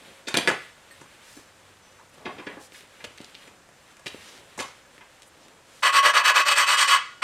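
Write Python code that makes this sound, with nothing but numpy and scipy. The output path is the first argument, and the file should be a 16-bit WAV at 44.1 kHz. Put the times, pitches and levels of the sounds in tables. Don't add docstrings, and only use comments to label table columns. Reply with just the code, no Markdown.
import sys
import numpy as np
from scipy import signal
from scipy.fft import rfft, irfft, next_fast_len
from scipy.io import wavfile
from scipy.ndimage import uniform_filter1d

SR = 44100
rng = np.random.default_rng(int(sys.argv[2]) if len(sys.argv) > 2 else 0)


def magnitude_from_level(level_db):
    exponent = np.asarray(level_db, float) / 20
    return 10 ** exponent


def to_wav(s):
    ch = np.atleast_2d(s).T
    pcm = np.round(np.clip(ch, -1, 1) * 32767)
    wavfile.write(sys.argv[1], SR, pcm.astype(np.int16))


N = 318843
TIME = np.arange(N) / SR


def level(x, db):
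    return x * magnitude_from_level(db) / np.sqrt(np.mean(x ** 2))


def colour(x, table):
    hz, db = np.transpose(table)
    size = next_fast_len(len(x))
    log_hz = np.log(np.arange(size // 2 + 1) * SR / size + 1)
    gain = magnitude_from_level(np.interp(log_hz, np.log(hz), db))
    return irfft(rfft(x, size) * gain, size)[:len(x)]


def ring(x, hz, width_hz):
    return signal.lfilter(*signal.iirpeak(hz, hz / width_hz, fs=SR), x)


def band(x, low_hz, high_hz, order=2):
    sections = signal.butter(order, (low_hz, high_hz), "band", fs=SR, output="sos")
    return signal.sosfilt(sections, x)


def walk(rate_hz):
    k = int(SR / rate_hz)
    steps = np.repeat(rng.standard_normal(N // k + 1), k)
    slow = uniform_filter1d(uniform_filter1d(steps, k), k)[:N]
    return slow / slow.std()


def grit(spread_db):
    grains = rng.standard_normal(N)
    size_db = spread_db * np.minimum(rng.exponential(size=N), 4)
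    return level(grains * magnitude_from_level(size_db), 0)


def swell(start, length):
    return np.sin(np.pi * np.clip((TIME - start) / length, 0, 1))


def settle(start, rise, t60):
    t = np.clip(TIME - start, 0, None)
    return (1 - np.exp(-t / rise)) * np.exp(-np.log(1000) * t / t60)


def knocks(table, click_db, rise_s, span, tick_db, length):
    size = 4096
    out, t = np.zeros(N + size), TIME[:size]
    for s, db, hz, thump_db in table:
        rattle = rng.standard_normal(size)
        force = rattle * (1 - np.exp(-t / rise_s)) * np.exp(-(t / np.clip(length, .001, .04)) ** 2.4)
        force[0] += magnitude_from_level(click_db)
        body = ring(band(force, hz / span, hz * span), hz, 0.62 * hz)
        thump = band(force, 160, 520)
        tick = band(force, 5250, 9060)
        i = int((s - rise_s / 2) * SR)
        for part, rel_db in [(body, 0), (thump, thump_db), (tick, tick_db)]:
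            out[i:i + size] += part / np.abs(part).max() * magnitude_from_level(db + rel_db)
    return out[:N]


# frequency in Hz, density in dB per Hz.
SHOP_AIR = [(12, -39), (20, -5.5), (110, -1), (442, -1.5), (537, 4.5), (634, -0.5), (1730, -3),
            (3020, -14.5), (4990, -11.5), (7800, -11.5), (10600, -21.5), (14400, -27), (15700, -41)]


def shop():
    air = colour(rng.standard_normal(N), SHOP_AIR) * magnitude_from_level(0.25 * walk(2.9))
    drone = ring(rng.standard_normal(N), 541.6, 4.6) * magnitude_from_level(9.6 * walk(2.2))
    return level(air, -56.5) + level(drone, -74.5)


# time in seconds, level in dB.
BUSTLE = [(0.0, -48.5), (0.32, -52.5), (0.45, -53), (0.64, -47.5), (0.77, -53), (1.26, -51.5), (1.63, -56),
          (2.29, -57), (2.45, -54.5), (2.86, -54.5), (3.25, -49.5), (3.52, -57), (3.99, -56.5), (4.18, -48),
          (5.27, -59), (5.8, -54)]
# start in seconds, length in seconds, level in
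# dB.
LOW_SWELLS = [
    (0.0, 0.17, -58.5),
    (0.394, .21, -41.5),
    (2.152, 0.31, -49.5),
    (2.414, 0.24, -48.5),
    (3.42, 0.21, -62.5),
    (4.247, 0.29, -57),
    (5.292, 0.42, -59.5),
]


def rustle():
    s, db = np.transpose(BUSTLE)
    grains, flicker = grit(2.1), magnitude_from_level(1.9 * walk(24.93))
    low = level(band(grains, 150, 1130), 0)
    mid = level(band(grains, 800, 3930), 0)
    high = level(band(grains, 4000, 9400), 0)
    cloth = magnitude_from_level(-11) * low + magnitude_from_level(-2.5) * mid + magnitude_from_level(-12.5) * high
    bustle = magnitude_from_level(np.interp(TIME, s, db, right=-70))
    swelling = sum(magnitude_from_level(swell_db) * swell(start, length) for start, length, swell_db in LOW_SWELLS)
    return flicker * (cloth * bustle + low * swelling)


# time in seconds, peak in dB, body in Hz, thump in dB re body.
THUDS = [(0.273, -24, 3000, -7.5), (1.99, -46.5, 970, -18), (2.178, -54, 1010, -8),
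         (2.255, -28.5, 2300, -1.5), (2.263, -28, 850, -31), (2.271, -39, 770, 7), (2.383, -36, 2230, -2.5),
         (2.394, -34.5, 1220, -0.5), (2.468, -27.5, 1800, -4), (2.524, -47, 1950, -16),
         (2.569, -37, 930, 0.5), (2.745, -39, 2210, -16), (3.002, -39.5, 1840, -18), (4.646, -49, 1740, 1),
         (5.008, -39, 1500, -16), (5.683, -55, 1230, -6)]


def thuds():
    return knocks(THUDS, click_db=-6.0, rise_s=0.0065, span=2.18, tick_db=-37, length=0.014)


# time in seconds, peak in dB, body in Hz, thump in dB re body.
PRESSES = [
    (0.284, -22.5, 1450, -7),
    (1.013, -40.5, 910, 3),
    (1.37, -47, 1090, 6.5),
    (3.476, -43.5, 1820, -3.5),
    (3.995, -43, 912, -14),
    (4.579, -29, 740, -5.5),
    (4.591, -25.5, 1580, -6),
    (4.603, -24, 950, -15),
]


def presses():
    return knocks(PRESSES, click_db=-13.0, rise_s=0.0065, span=2.5, tick_db=-4, length=0.0078)


# time in seconds, level in dB.
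STEPS = [(0.33, -56), (0.47, -57), (0.95, -66), (1.3, -62), (2.24, -53), (2.55, -56), (3.02, -55),
         (3.2, -66), (3.65, -66), (4.04, -56), (4.15, -63), (4.36, -67), (4.55, -50)]


def floorboards():
    load = magnitude_from_level(-75.5)
    for s, db in STEPS:
        load = load + magnitude_from_level(db) * settle(s, rise=0.028, t60=0.44)
    return level(band(rng.standard_normal(N), 60, 154, order=3), 0) * load


# time in seconds, peak in dB, body in Hz, thump in dB re body.
BLOWS = [
    (0.3424, -8.5, 2630, -12),
    (0.3723, -2.5, 3570, -17),
    (0.4749, -6, 2020, -14),
]


def blows():
    return knocks(BLOWS, click_db=14.0, rise_s=0.0003, span=3, tick_db=-9, length=.0015)


# time in seconds, peak in dB, body in Hz, thump in dB re body.
CRACKS = [
    (0.3445, -16, 1990, -10),
    (0.351, -15, 1890, -10),
    (0.3679, -17, 3920, -2),
    (0.3755, -13.5, 3000, -8.5),
    (0.384, -15.5, 2200, -6),
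    (0.4775, -11, 1880, -9),
    (0.4835, -12.5, 1200, -4),
    (0.4902, -13, 1670, -29),
    (0.4994, -15, 1100, -9.5),
    (0.512, -20.5, 1880, -3),
]


def cracks():
    return knocks(CRACKS, click_db=12.0, rise_s=0.00044, span=1.9, tick_db=-12.5, length=0.0056)


# start in seconds, partial in Hz,
# level in dB, t60 in seconds, rise in seconds.
CLINKS = [(.908, 1830, -48, .2, .003), (.908, 4380, -55, .12, .003), (.908, 8150, -53, .25, .003),
          (.908, 13000, -62, .2, .003), (1.01, 930, -50, .15, .005), (1.12, 1500, -57, .25, .02),
          (1.5, 96, -59, 4., .1), (1.81, 6050, -56, .6, .04), (1.83, 2700, -60, .6, .04),
          (1.82, 5400, -63, .3, .02), (1.99, 930, -53, .25, .01), (2.38, 5250, -59, .3, .01),
          (2.38, 8150, -59, .6, .04), (2.475, 2000, -43, .3, .015), (2.475, 2300, -45, .3, .01),
          (6.95, 1432, -45, 1.6, .02), (6.97, 1113, -35, .5, .01), (5.15, 330, -63, 3., .15)]


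def clinks():
    out, waver = np.zeros(N), magnitude_from_level(1.8 * walk(90))
    for s, hz, db, t60, rise in CLINKS:
        out += magnitude_from_level(db) * waver * settle(s, rise, t60) * np.sin(2 * np.pi * hz * TIME)
    return out


# time in seconds, peak in dB, body in Hz, thump in dB re body.
TICKS = [(0.9108, -39, 1820, -22), (2.5696, -43, 1220, 3), (2.7217, -35, 2650, -14),
         (2.8085, -35, 2450, -14), (3.1074, -43, 2200, -9), (3.1827, -30, 3200, -28),
         (3.2041, -35.5, 2800, 1.5), (3.2455, -27.5, 4340, -28), (3.2974, -43, 3800, -11),
         (3.3463, -34, 3420, -17), (3.3513, -26, 3440, -28), (3.3694, -45, 2310, -22),
         (4.1454, -36, 2940, 5.5), (4.8514, -45, 1450, -18), (4.9801, -35.5, 1890, -11)]


def ticks():
    return knocks(TICKS, click_db=25.0, rise_s=0.00031, span=1.83, tick_db=-13, length=0.0048)


# start in seconds, length in seconds,
# level in dB, low edge in Hz, high edge in Hz.
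BRUSHES = [
    (1.203, 0.27, -52.5, 800, 8550),
    (2.088, 0.02, -64, 7000, 12000),
    (2.134, 0.021, -59, 4000, 11000),
    (2.588, 0.1, -51.5, 3500, 9900),
    (2.71, .13, -51.5, 1500, 9850),
    (4.157, 0.28, -50, 864, 6230),
    (4.595, 0.14, -50, 700, 6000),
    (5.256, 0.044, -59.5, 7100, 11500),
    (5.394, 0.087, -58.5, 2000, 6000),
    (5.623, 0.55, -55.5, 3080, 8900),
]


def brushes():
    grains = grit(4.4)
    return sum(level(band(grains, low_hz, high_hz), db) * swell(s, length)
               for s, length, db, low_hz, high_hz in BRUSHES)


# time in seconds, peak in dB, body in Hz, thump in dB re body.
RAPS = [
    (3.0424, -24, 2420, -10.5),
    (3.0465, -26, 3100, -10.5),
    (4.0607, -25, 2580, -7),
    (4.0672, -20.5, 2540, -17.5),
    (4.0787, -25, 3360, -21),
    (4.5989, -22.5, 2360, -10.5),
    (4.6084, -22.5, 3500, -14),
    (4.6248, -27, 3450, -23),
]


def raps():
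    return knocks(RAPS, click_db=18.0, rise_s=0.00084, span=3.36, tick_db=-23, length=0.0083)


# time in seconds, peak in dB, body in Hz, thump in dB re body.
SNAPS = [
    (3.1774, -38, 1840, -22),
    (3.2144, -37, 3200, -8),
    (3.6894, -46.5, 1450, 1),
    (3.9689, -40.5, 1760, -13),
    (5.221, -36, 3020, -22),
    (5.2314, -40, 2960, -26),
    (5.4834, -42.5, 2350, -10),
]


def snaps():
    return knocks(SNAPS, click_db=23.0, rise_s=0.00029, span=1.54, tick_db=1.5, length=0.0052)


# start in seconds, pressure in dB,
# place of top speed from 0 to 1.
STROKES = [(5.822, -12.5, 0.25), (5.919, -14, 0.37), (6.02, -11.5, 0.39), (6.129, -10.5, 0.28),
           (6.232, -14, 0.33), (6.337, -13, 0.33), (6.446, -17.5, 0.59), (6.549, -18, 0.38),
           (6.659, -18, 0.46), (6.767, -21.5, 0.31), (6.869, -19, 0.21), (6.983, -30, 0.2),
           (7.218, -5.5, 0.46), (7.31, -30, .5)]


def palm_strokes():
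    speed, force, bright_db = np.zeros(N), np.zeros(N), np.zeros(N)
    for (s, db, top), (end, *_) in zip(STROKES, STROKES[1:]):
        if end - s > .15:
            continue
        u = np.clip((TIME - s) / (end - s), 0, 1)
        top = np.clip(top, .1, .9)
        turn = np.sin(np.pi / 2 * np.where(u < top, u / top, (1 - u) / (1 - top)))
        heavier_db = db + 15
        roundness = np.clip(0.88 + 0.12 * heavier_db, .3, 1)
        speed += turn
        force += magnitude_from_level(db) * turn ** roundness
        bright_db += (0.52 - 0.71 * heavier_db) * (turn > 0)
    return speed, force * magnitude_from_level(1.8 * walk(120)), bright_db


def bite(speed, force, bright_db):
    grains = grit(1.3)
    dull = signal.lfilter([.25], [1, -.75], grains)
    sharp = grains - dull
    return force * (dull + magnitude_from_level(2 * bright_db) * (speed + 0.08) ** 0.4 * sharp)


IRON_HZ = [470, 598, 1006, 1113, 1233, 1435, 1546, 1586, 1685, 1975, 2033, 2411, 2578, 2962, 3244, 3870,
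           4375, 4590, 5715, 6410, 7270, 8280, 9460, 13050, 13290]
# width in Hz, level in dB.
IRON = [(25, -24.5), (62, -16.5), (22.1, -7.5), (19.3, 2), (32, -6), (18, -18), (27, -12), (29.8, -16),
        (22.2, -7.5), (22, -6), (25, -9), (35, -16.5), (29.2, -5.5), (34.2, -5.5), (35, -11.5), (40, -17),
        (60, -15.5), (59.5, -17), (30, -16), (50.3, -19), (200, -23.5), (302, -20), (149, -27.5),
        (130, -32), (220, -31)]
# frequency in Hz, density in dB per Hz.
PASTE = [(120, -74), (200, -35), (395, -24), (586, -26), (839, -10), (1100, -2), (1360, -1), (2640, -7),
         (2790, -8.5), (4520, -12), (6830, -20), (8170, -26), (10500, -31), (13500, -35), (14500, -52)]


def lapping():
    strokes = palm_strokes()
    spot, grains = magnitude_from_level(1.8 * walk(12)), bite(*strokes)
    iron = np.zeros(N)
    for k, (hz, (width_hz, db)) in enumerate(zip(IRON_HZ, IRON)):
        iron += (-1) ** k * magnitude_from_level(db) * ring(grains * np.roll(spot, 9001 * k), hz, width_hz)
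    rasp = magnitude_from_level(17.5) * iron + magnitude_from_level(7.5) * colour(bite(*strokes), PASTE)
    low = colour(rasp, [(20, 0), (13600, 0), (14000, -2), (14250, -50), (SR / 2, -50)])
    patches = np.clip(2 * walk(30), 0, 1) * magnitude_from_level(3.0)
    return low + band(rasp, 13900, 14600, order=6) * patches


# band centre in Hz, t60 in seconds, level in dB.
ROOM = [(125, 0.37, -8), (300, 0.095, 2.5), (700, 0.25, 5), (1370, 0.33, -1.5), (2200, 0.39, 0),
        (3500, 0.63, -13), (6000, 0.7, -14.5), (10000, 0.25, 0)]


def room(x):
    t = TIME[:SR // 2]
    tail = np.zeros(len(t))
    for hz, t60, db in ROOM:
        noise = ring(rng.standard_normal(len(t)), hz, 0.79 * hz)
        tail += magnitude_from_level(db) * noise * np.exp(-np.log(1000) * t / t60)
    tail *= 1 - np.exp(-t / 0.00067)
    return signal.fftconvolve(x, tail / np.sqrt(np.sum(tail ** 2)))[:N]


# frequency in Hz, dB under the sum.
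PORTS = [(60, -24), (200, -45), (1300, -52), (2400, -27), (4400, -20), (8100, -11), (15000, -5)]


def two_ports(mid):
    scatter = rng.standard_normal(2048) * np.exp(-TIME[:2048] / .006)
    stray = signal.fftconvolve(mid, scatter / np.sqrt(np.sum(scatter ** 2)))[:N]
    side = colour(stray * walk(60), PORTS)
    return np.array([mid + side, mid - side])


def scene():
    rasp = lapping()
    hard = cracks() + blows()
    soft = thuds() + presses()
    rapped = raps()
    small = ticks() + snaps()
    shaded = band(rasp, 310, 6800, order=1) * magnitude_from_level(3 * walk(50))
    tail = room(magnitude_from_level(-12) * shaded + magnitude_from_level(-6.0) * hard + magnitude_from_level(-2.5) * soft + magnitude_from_level(-8.5) * rapped + magnitude_from_level(-7.0) * small)
    near = rasp + hard + soft + rapped + small
    return two_ports(near + tail + clinks() + rustle() + brushes() + floorboards() + shop())


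def roll_off(x):
    return signal.sosfilt(signal.butter(12, 15810, fs=SR, output="sos"), x)


def record(dry):
    power = uniform_filter1d(uniform_filter1d(dry.mean(axis=0) ** 2, size=200), size=200)
    loudness = np.sqrt(power + 1e-12)
    held = dry * np.minimum(1, magnitude_from_level(-13) / loudness) ** 0.27
    return roll_off(held)


dry = scene()
out = record(dry)
to_wav(out)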